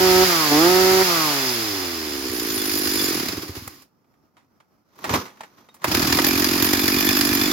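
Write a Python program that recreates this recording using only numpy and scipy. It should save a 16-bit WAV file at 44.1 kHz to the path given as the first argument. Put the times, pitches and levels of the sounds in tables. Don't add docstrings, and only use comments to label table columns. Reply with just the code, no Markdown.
import sys
import numpy as np
from scipy import signal
from scipy.fft import rfft, irfft
from scipy.io import wavfile
from scipy.ndimage import uniform_filter1d

SR = 44100
rng = np.random.default_rng(int(sys.argv[2]) if len(sys.argv) > 2 else 0)


def to_wav(s):
    ch = np.atleast_2d(s).T
    pcm = np.round(np.clip(ch, -1, 1) * 32767)
    wavfile.write(sys.argv[1], SR, pcm.astype(np.int16))


N = 331632
T = np.arange(N) / SR
WHITE = [(1, 0), (2, 0)]

# [t/s, thump level/dB, hiss burst level/dB (below 0 counts as 0)]
STROKES = [(2.297, -25.5, 0.5), (2.397, -33, 4), (2.5, -29.5, 5.5), (2.576, -28, 2), (2.716, -26.5, 2.5),
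           (2.872, -23, 4.5), (2.974, -27, -1.5), (3.03, -26.5, -5.5), (3.285, -24.5, 6.5),
           (3.374, -23.5, -9), (3.492, -21.5, -10.5), (3.572, -26, 4), (5.881, -18, 8), (5.949, -26, 11),
           (6.027, -21.5, 9.5), (6.07, -30.5, 5), (6.096, -27, 2.5), (6.126, -17, 11.5), (6.246, -23, 11.5),
           (6.267, -32, 6.5), (6.354, -16, 2.5), (6.444, -22, 7), (6.532, -28, 3), (6.624, -21, 10),
           (6.734, -20, 8), (6.834, -18.5, 2.5), (6.88, -26.5, 6), (6.965, -19, 4), (7.09, -19, 8.5),
           (7.211, -21.5, 9.5), (7.314, -18, -8), (7.413, -21.5, 5)]
# [f/Hz, width/Hz, relative level/dB in the first running, the same in the second]
MUFFLER = [(243.2, 100, 0, 2.5), (348, 154, 8.5, 2.5), (390, 216, 4, -6.5)]
# [f/Hz, relative level/dB per Hz]
YARD = [(18, -53), (30, -10), (252, -6), (473, -14.5), (866, -16), (1040, -19), (1250, -15), (1760, -25.5),
        (3770, -36.5), (5310, -27.5), (8300, -44.5), (14000, -32.5), (16000, -40.5)]


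def gain_of(db):
    return 10 ** (np.asarray(db) / 20)


def evened(x, span_s=0.13):
    power = uniform_filter1d(np.atleast_2d(x ** 2).mean(0), int(span_s * SR))
    return x / np.sqrt(abs(power) + 1e-12)


def read(points):
    f, value = np.transpose(points)
    bins_hz = np.fft.rfftfreq(N, 1 / SR)
    return np.interp(np.log(bins_hz + 1), np.log(f + 1), value, left=value[0])


def noise(colour, same):
    a, b = rng.standard_normal((2, N))
    same = np.clip(same, 0, 1)
    pair = [a, same * a + np.sqrt(1 - same ** 2) * b]
    x = irfft(rfft(pair) * gain_of(read(colour)), N)
    return x / x.std()


def ring(x, hz, width_hz):
    return signal.lfilter(*signal.iirpeak(hz, hz / width_hz, SR), x)


def curves(rows):
    s, *columns = np.transpose(rows)
    gate = uniform_filter1d(1. * ((T >= s[0]) & (T <= s[-1])), size=200)
    return [np.interp(T, s, c) for c in columns] + [gate]


def add(mix, s, sound):
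    part = mix[..., round(s * SR):][..., :sound.shape[-1]]
    part += sound[..., :part.shape[-1]]


def engine(speed, levels, opens_s, tick_db, turned_db, column):
    hz, turns, fast, luck = crank(speed, opens_s)
    engine_db, gate = curves(levels)
    throttle, judder_gain = trigger()
    muffler_db, buzz_db, shake_db, clutch_db, flutter_db = part_levels(hz, throttle, turned_db)
    turn = np.maximum.accumulate(turns.astype(int))
    chance = luck[turn].T

    strength = gain_of((2.2 - 1.6 * fast) * chance[1]) * np.clip(hz / 35, .3, 1)
    pulses = np.diff(turn, prepend=turn[0]) * strength
    grit = rng.standard_normal(N) * np.sqrt((hz + 4) / SR)
    swing_db = rattle_swing(turns, fast, luck, tick_db)

    body = gain_of(buzz_db + .5 * swing_db) * evened(housing(pulses, grit, hz, fast, throttle))
    body += gain_of(muffler_db) * evened(exhaust(pulses, grit, fast, column))
    body += gain_of(shake_db) * evened(shake(turns, grit, hz, fast))
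    body += judder_gain * evened(ring(ring(grit, 52, 50), 47, 60))

    # [f/Hz, relative level/dB per Hz]
    hiss_colour = [(820, -8.5), (1400, -1.5), (1580, 0.5), (2060, -0.5), (3040, -2.5), (3400, -3),
                   (3880, -2.5), (5060, 4), (5540, -2), (7010, -5), (8420, -18), (11400, -4.5),
                   (13300, -7.5), (14900, -8), (16000, -10.5)]
    treble = gain_of(-1.0) * noise(hiss_colour, same=0.24)
    treble += gain_of(clutch_db) * evened(clutch(turn, hz, column), span_s=0.93)
    fluttering = gain_of(flutter_db) * evened(flutter(turns, fast, chance[2]))
    return gate * gain_of(engine_db) * (body + gain_of(swing_db) * treble + fluttering)


def crank(speed, opens_s):
    s, turns_per_s = np.transpose(speed)
    hz = np.exp(np.interp(T, s, np.log(turns_per_s)))
    turns = np.cumsum(hz) / SR
    turns += 1000 - np.round(turns[round(opens_s * SR)], decimals=4)
    fast = np.clip(hz / 150, 0, 1)
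    luck = rng.standard_normal((2000, 4))
    turns += .06 * (1 - fast) ** 2 * np.interp(turns, np.arange(2000), luck[:, 0])
    return hz, turns, fast, luck


def trigger():
    # [from t/s, to t/s, low judder level/dB relative to the engine level]
    pull_table = [(-.1, 0.246, -16.5), (0.508, 1.03, -21.5)]
    flap_s = 0.022
    pulls = np.array([np.clip(np.minimum(T - a, b - T) / flap_s + .5, 0, 1) for a, b, _ in pull_table])
    return pulls.sum(axis=0), gain_of(np.transpose(pull_table)[2]) @ pulls


def part_levels(hz, throttle, turned_db):
    # [speed/turns per s, then level/dB relative to the engine level before the
    coasting = [(0, -8.5, -11.5, -8, -7, -10), (16.8, 0.5, -10.5, -5, -11, -19),
                (30.1, -8, -14, -7, -40, -9), (39.2, -5, -14.5, -7.5, -7, -12),
                (47.65, -2, -18.5, -12.5, 0.5, -13), (63.5, -1.5, -14.5, -11, -6.5, -25.5),
                (90, -5, -12.5, -13.5, -6, -37), (129.2, -8, -15, -16.5, -7, -21),
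                (144, -10, -11, -14, -23, -16), (153.9, -8.5, -13.5, -15, -14.5, -3.5),
                (176.4, -7.5, -9, -12.5, -22.5, -9.5), (184.6, -10.5, -11.5, -11.5, -26.5, -25)]
    # [level/dB of each part, in the same order]
    open_throttle_db = [11.5, 5, 4, 10, -1.5]
    at_hz, *parts = np.transpose(coasting)
    return [np.interp(hz, at_hz, db) + open_db * throttle + turn_db
            for db, open_db, turn_db in zip(parts, open_throttle_db, turned_db)]


def exhaust(pulses, grit, fast, column):
    blow = ring(ring(pulses + (.3 - 0.16 * fast) * grit, 330, 280), 330, 280)
    return sum((-1) ** k * gain_of(mode[column]) * ring(blow, *mode[:2]) for k, mode in enumerate(MUFFLER))


def housing(pulses, grit, hz, fast, throttle):
    # [f/Hz, width/Hz, relative level/dB]
    housing_modes = [(560, 200, 3), (750, 110, 8), (935, 100, 4), (2060, 200, -5), (1290, 130, 3)]
    # [f/Hz, width/Hz, relative level/dB]
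    rough_band = (1120, 390, 3)
    bark = 1.5
    drive = (fast ** 2 + bark * throttle) * pulses
    drive = drive + (.7 - 0.063 * fast) * noise(WHITE, same=0.71) * np.sqrt(hz / SR)
    buzz = sum((-1) ** k * gain_of(db) * ring(drive, f, w) for k, (f, w, db) in enumerate(housing_modes))
    return buzz + gain_of(rough_band[2]) * ring(grit, *rough_band[:2])


def shake(turns, grit, hz, fast):
    rumble = evened(ring(ring(grit, 91, 260), 150, 330) + 2.5 * fast ** 2 * ring(grit, 67, 70))
    unbalance = np.clip((hz - 30) / 50, .1, 1) * np.sin(2 * np.pi * turns)
    return unbalance + (.35 - .2 * fast) * rumble


def flutter(turns, fast, chance):
    angle = turns % 1
    uneven = gain_of(2.5 * (1 - fast) * chance)
    swell = np.sin(np.pi * np.clip(angle / .6, 0, 1)) ** 2
    return uneven * np.sin(2 * np.pi * 7.8 * angle) * swell


def rattle_swing(turns, fast, luck, tick_db):
    burst_db = np.zeros(N)
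    for s, _, db in STROKES:
        add(burst_db, s, max(db, 0) * np.exp(-np.arange(1500) / SR / 0.0081))
    ahead = turns + .25
    late, size = luck[ahead.astype(int), 2:4].T
    since = ahead % 1 - np.clip(.1 + .04 * late, 0, .4)
    tick = (since > 0) * np.exp(-(since / .42) ** 2) * np.clip(1 + .25 * size, 0, 1.5)
    return tick_db * (1 - 1.1 * fast) * (tick - .4) + burst_db


def clutch(turn, hz, column):
    # [f/Hz, width/Hz, relative level/dB in the first running, the same in the second
    clutch_modes = [(1760, 85, -18, -2), (2432, 140, -25, -1), (3470, 25, -8.5, -5), (5025, 240, 2.5, -2.5),
                    (6040, 56, -6.5, -15.5), (7060, 58, -4, -9), (9450, 150, -3, -7),
                    (11210, 60, 3.5, -7.5), (12400, 120, -4, -9.5), (12220, 140, -14.5, 3),
                    (12000, 70, 2, -30.5), (13600, 280, -2, -11)]
    spread_db = 4
    luck_db = spread_db * rng.standard_normal((2000, len(clutch_modes)))
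    rattle = noise(WHITE, same=.6) * gain_of(6 * rng.exponential(1, N).clip(0, 4))
    gripped_db = -12 * np.clip((hz - 60) / 20, 0, 1)
    out = np.zeros((2, N))
    for k, mode in enumerate(clutch_modes):
        f, width = mode[:2]
        drive_db = mode[column] + luck_db[turn, k] + gripped_db * (f > 6000)
        out += ring(rattle * gain_of(drive_db), f, width) / np.sqrt(width)
    return out


def thumps():
    # [t/s, level/dB]
    puffs = [(3.618, -32), (3.668, -35), (5.065, -38.5), (5.104, -19.5), (5.131, -19), (5.176, -24.5)]
    out, t = np.zeros(N), np.arange(3000) / SR
    for s, db, _ in STROKES:
        wave = np.sin(2 * np.pi * 85 * t) + 0.09 * np.sin(2 * np.pi * 150 * t)
        add(out, s, gain_of(db) * wave * t / 0.0056 * np.exp(1 - t / 0.0041))
    for s, db in puffs:
        wave = 0.58 * np.sin(2 * np.pi * 90 * t) + 0.38 * np.sin(2 * np.pi * MUFFLER[0][0] * t)
        add(out, s, gain_of(db) * wave * t / 0.0033 * np.exp(1 - t / 0.0048))
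    return out


def cord():
    # [peak t/s, whirr level/dB, rise/dB per s, fade/dB per s]
    swell_table = [(5.148, -23, 195, 203), (5.4, -57, 198, 47), (5.6, -60.5, 252, 197),
                   (5.75, -65, 102, 60), (5.836, -42, 900, 900)]
    # [f/Hz, relative level/dB per Hz]
    whirr_colour = [(290, -44), (500, -4.5), (578, -11), (1020, -0.5), (1160, -2.5), (2890, -14.5),
                    (6230, -12), (8090, -30.5), (14500, -16.5), (16000, -44)]
    rumble_db = -2
    flicker_db = 2.0 * evened(uniform_filter1d(rng.standard_normal(N), size=300))
    whirr = noise(whirr_colour, same=0.46) * gain_of(flicker_db)
    rumble = evened(ring(noise(YARD, same=1.0), 323, 280))
    swells = sum(gain_of(db - np.maximum(rise * (s - T), fall * (T - s))) for s, db, rise, fall in swell_table)
    return swells * (whirr + gain_of(rumble_db) * rumble)


def knocks():
    # [t/s, level/dB, treble level/dB, t60/s]
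    knock_table = [(3.676, -21, 5, 0.028), (3.82, -46, 9, .06), (4.043, -62, -10, .069),
                   (4.138, -58, -15.5, .06), (4.367, -49.5, -24, 0.21), (4.601, -47, -19, 0.075),
                   (4.955, -54, 2, 0.088), (4.988, -35.5, -3, .041), (5.041, -18.5, -9, 0.12),
                   (5.093, -13.5, -21, 0.062), (5.137, -10.5, -10, 0.089), (5.253, -35.5, -12, 0.26),
                   (5.371, -44, -14, .06), (5.406, -27.5, -18, 0.067), (5.433, -33, -20, 0.086),
                   (5.583, -46, -20, .06), (5.687, -40.5, -22, 0.048), (5.742, -45.5, 8.5, 0.083),
                   (5.765, -48, -31, .06), (5.818, -34, -9, .06), (5.842, -8.5, -4, 0.068),
                   (6.187, -4, -18, 0.0387)]
    # [f/Hz, width/Hz, relative level/dB]
    shell_modes = [(574, 160, 3), (934, 350, 15), (1190, 650, 7), (1640, 640, 4.5)]
    # [t/s, level/dB, f/Hz, t60/s]
    spring = (5.692, -52, 3750, .12)
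    out, t = np.zeros((2, N)), np.arange(6000) / SR
    for s, db, treble_db, t60 in knock_table:
        grain = rng.standard_normal((3, len(t)))
        grain = 0.27 * grain[1:] + 0.38 * grain[0]
        tone = sum(gain_of(mode_db) * ring(grain, hz, w) for hz, w, mode_db in shell_modes)
        crack = gain_of(treble_db) * (grain - ring(grain, 800, 2900))
        shape = np.minimum(t / .0015, 1) * gain_of(db - 60 * t / max(t60, .01))
        add(out, s, shape * (tone + crack))
    s, db, hz, t60 = spring
    add(out, s, gain_of(db - 60 * t / t60) * np.sin(2 * np.pi * hz * t))
    return out


def walls(x):
    t = np.arange(12000) / SR
    signs = rng.choice([-1., 1.], (2, len(t)))
    sparse = (rng.random((2, len(t))) < .04) * (t > .004)
    taps = signs * sparse * gain_of(-60 * t / 0.18)
    return signal.fftconvolve(x, taps / np.linalg.norm(taps[0]), axes=1)[:, :N]


def yard():
    flicker_db = 2.0 * evened(uniform_filter1d(rng.standard_normal(N), size=2000), span_s=1.5)
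    return gain_of(-64 + flicker_db) * noise(YARD, same=0.46)


def scene():
    # [t/s, speed/turns per s]
    speeds = [
        [(0, 187), (.12, 184), (.25, 186.6), (.35, 166.5), (.5, 144.3), (.56, 149.2), (.63, 168.8), (.7, 182.5),
         (.8, 186.6), (1.03, 188.5), (1.12, 171), (1.5, 124), (1.8, 92.7), (2.4, 58.2), (2.62, 51), (2.9, 50),
         (3.1, 46.4), (3.2, 38), (3.3, 27.6), (3.4, 17.4), (3.5, 15), (3.6, 9.8), (3.63, .5)],
        [(5.88, 19), (5.96, 42.5), (6.04, 37.3), (6.12, 40.5), (6.3, 45.1), (6.6, 44.4), (6.7, 47.7),
         (6.8, 46.4), (7.1, 49.1), (7.3, 49.1), (7.4, 47.9), (7.52, 52.7)],
    ]
    # [t/s, level/dB]
    levels = [
        [(0, -19), (.25, -17), (.4, -19), (.8, -18.5), (1.05, -18.5), (1.3, -20.5), (2, -29.5), (2.3, -29.5),
         (2.8, -25.5), (3.1, -23.5), (3.3, -28.5), (3.5, -39.5), (3.65, -41), (3.83, -52), (3.88, -74),
         (3.95, -100)],
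        [(5.84, -39), (5.92, -23), (7.52, -23)],
    ]
    port_opens_s = [3.4315, 6.151]
    tick_depths = [6.5, 10]
    # [level/dB of muffler, housing buzz, shake, clutch ring, flutter]
    turned_rows = [
        [0, 2.5, -2.5, -0.76, -1],
        [2, 8, 2.5, -2.2, -7],
    ]
    level_columns = (2, 3)
    saw = sum(map(engine, speeds, levels, port_opens_s, tick_depths, turned_rows, level_columns))
    saw += thumps() + knocks() + cord()
    echo = gain_of(-13) * walls(saw - ring(saw, 150, 400))
    return saw + echo + yard()


def record(dry):
    # [f/Hz, left over right level/dB]
    lean = [(60, -3), (110, -1), (200, 1), (380, -6), (700, 3), (1290, -4), (2380, -1.5), (4400, -2),
            (8120, -2), (15000, -3.5)]
    # [f/Hz, phase by which left leads/rad]
    lead = [(0, 0), (700, .1), (950, -1), (2330, 6.8), (2930, 7.7), (4900, 4.3), (6300, 14.8), (8400, 10.2),
            (9900, 6.7), (14000, 0)]
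    bass_cut_hz, edge_hz = 74.4, 16000
    half = gain_of(read(lean) / 2) * np.exp(.5j * read(lead))
    ports = irfft(rfft(dry) * [half, 1 / half], N)
    ports = signal.lfilter(*signal.butter(3, bass_cut_hz, "high", fs=SR), ports)
    band = signal.firwin(511, edge_hz, window=("kaiser", 9), fs=SR)
    return signal.oaconvolve(ports, band[None], "same")


dry = scene()
out = record(dry)
to_wav(out)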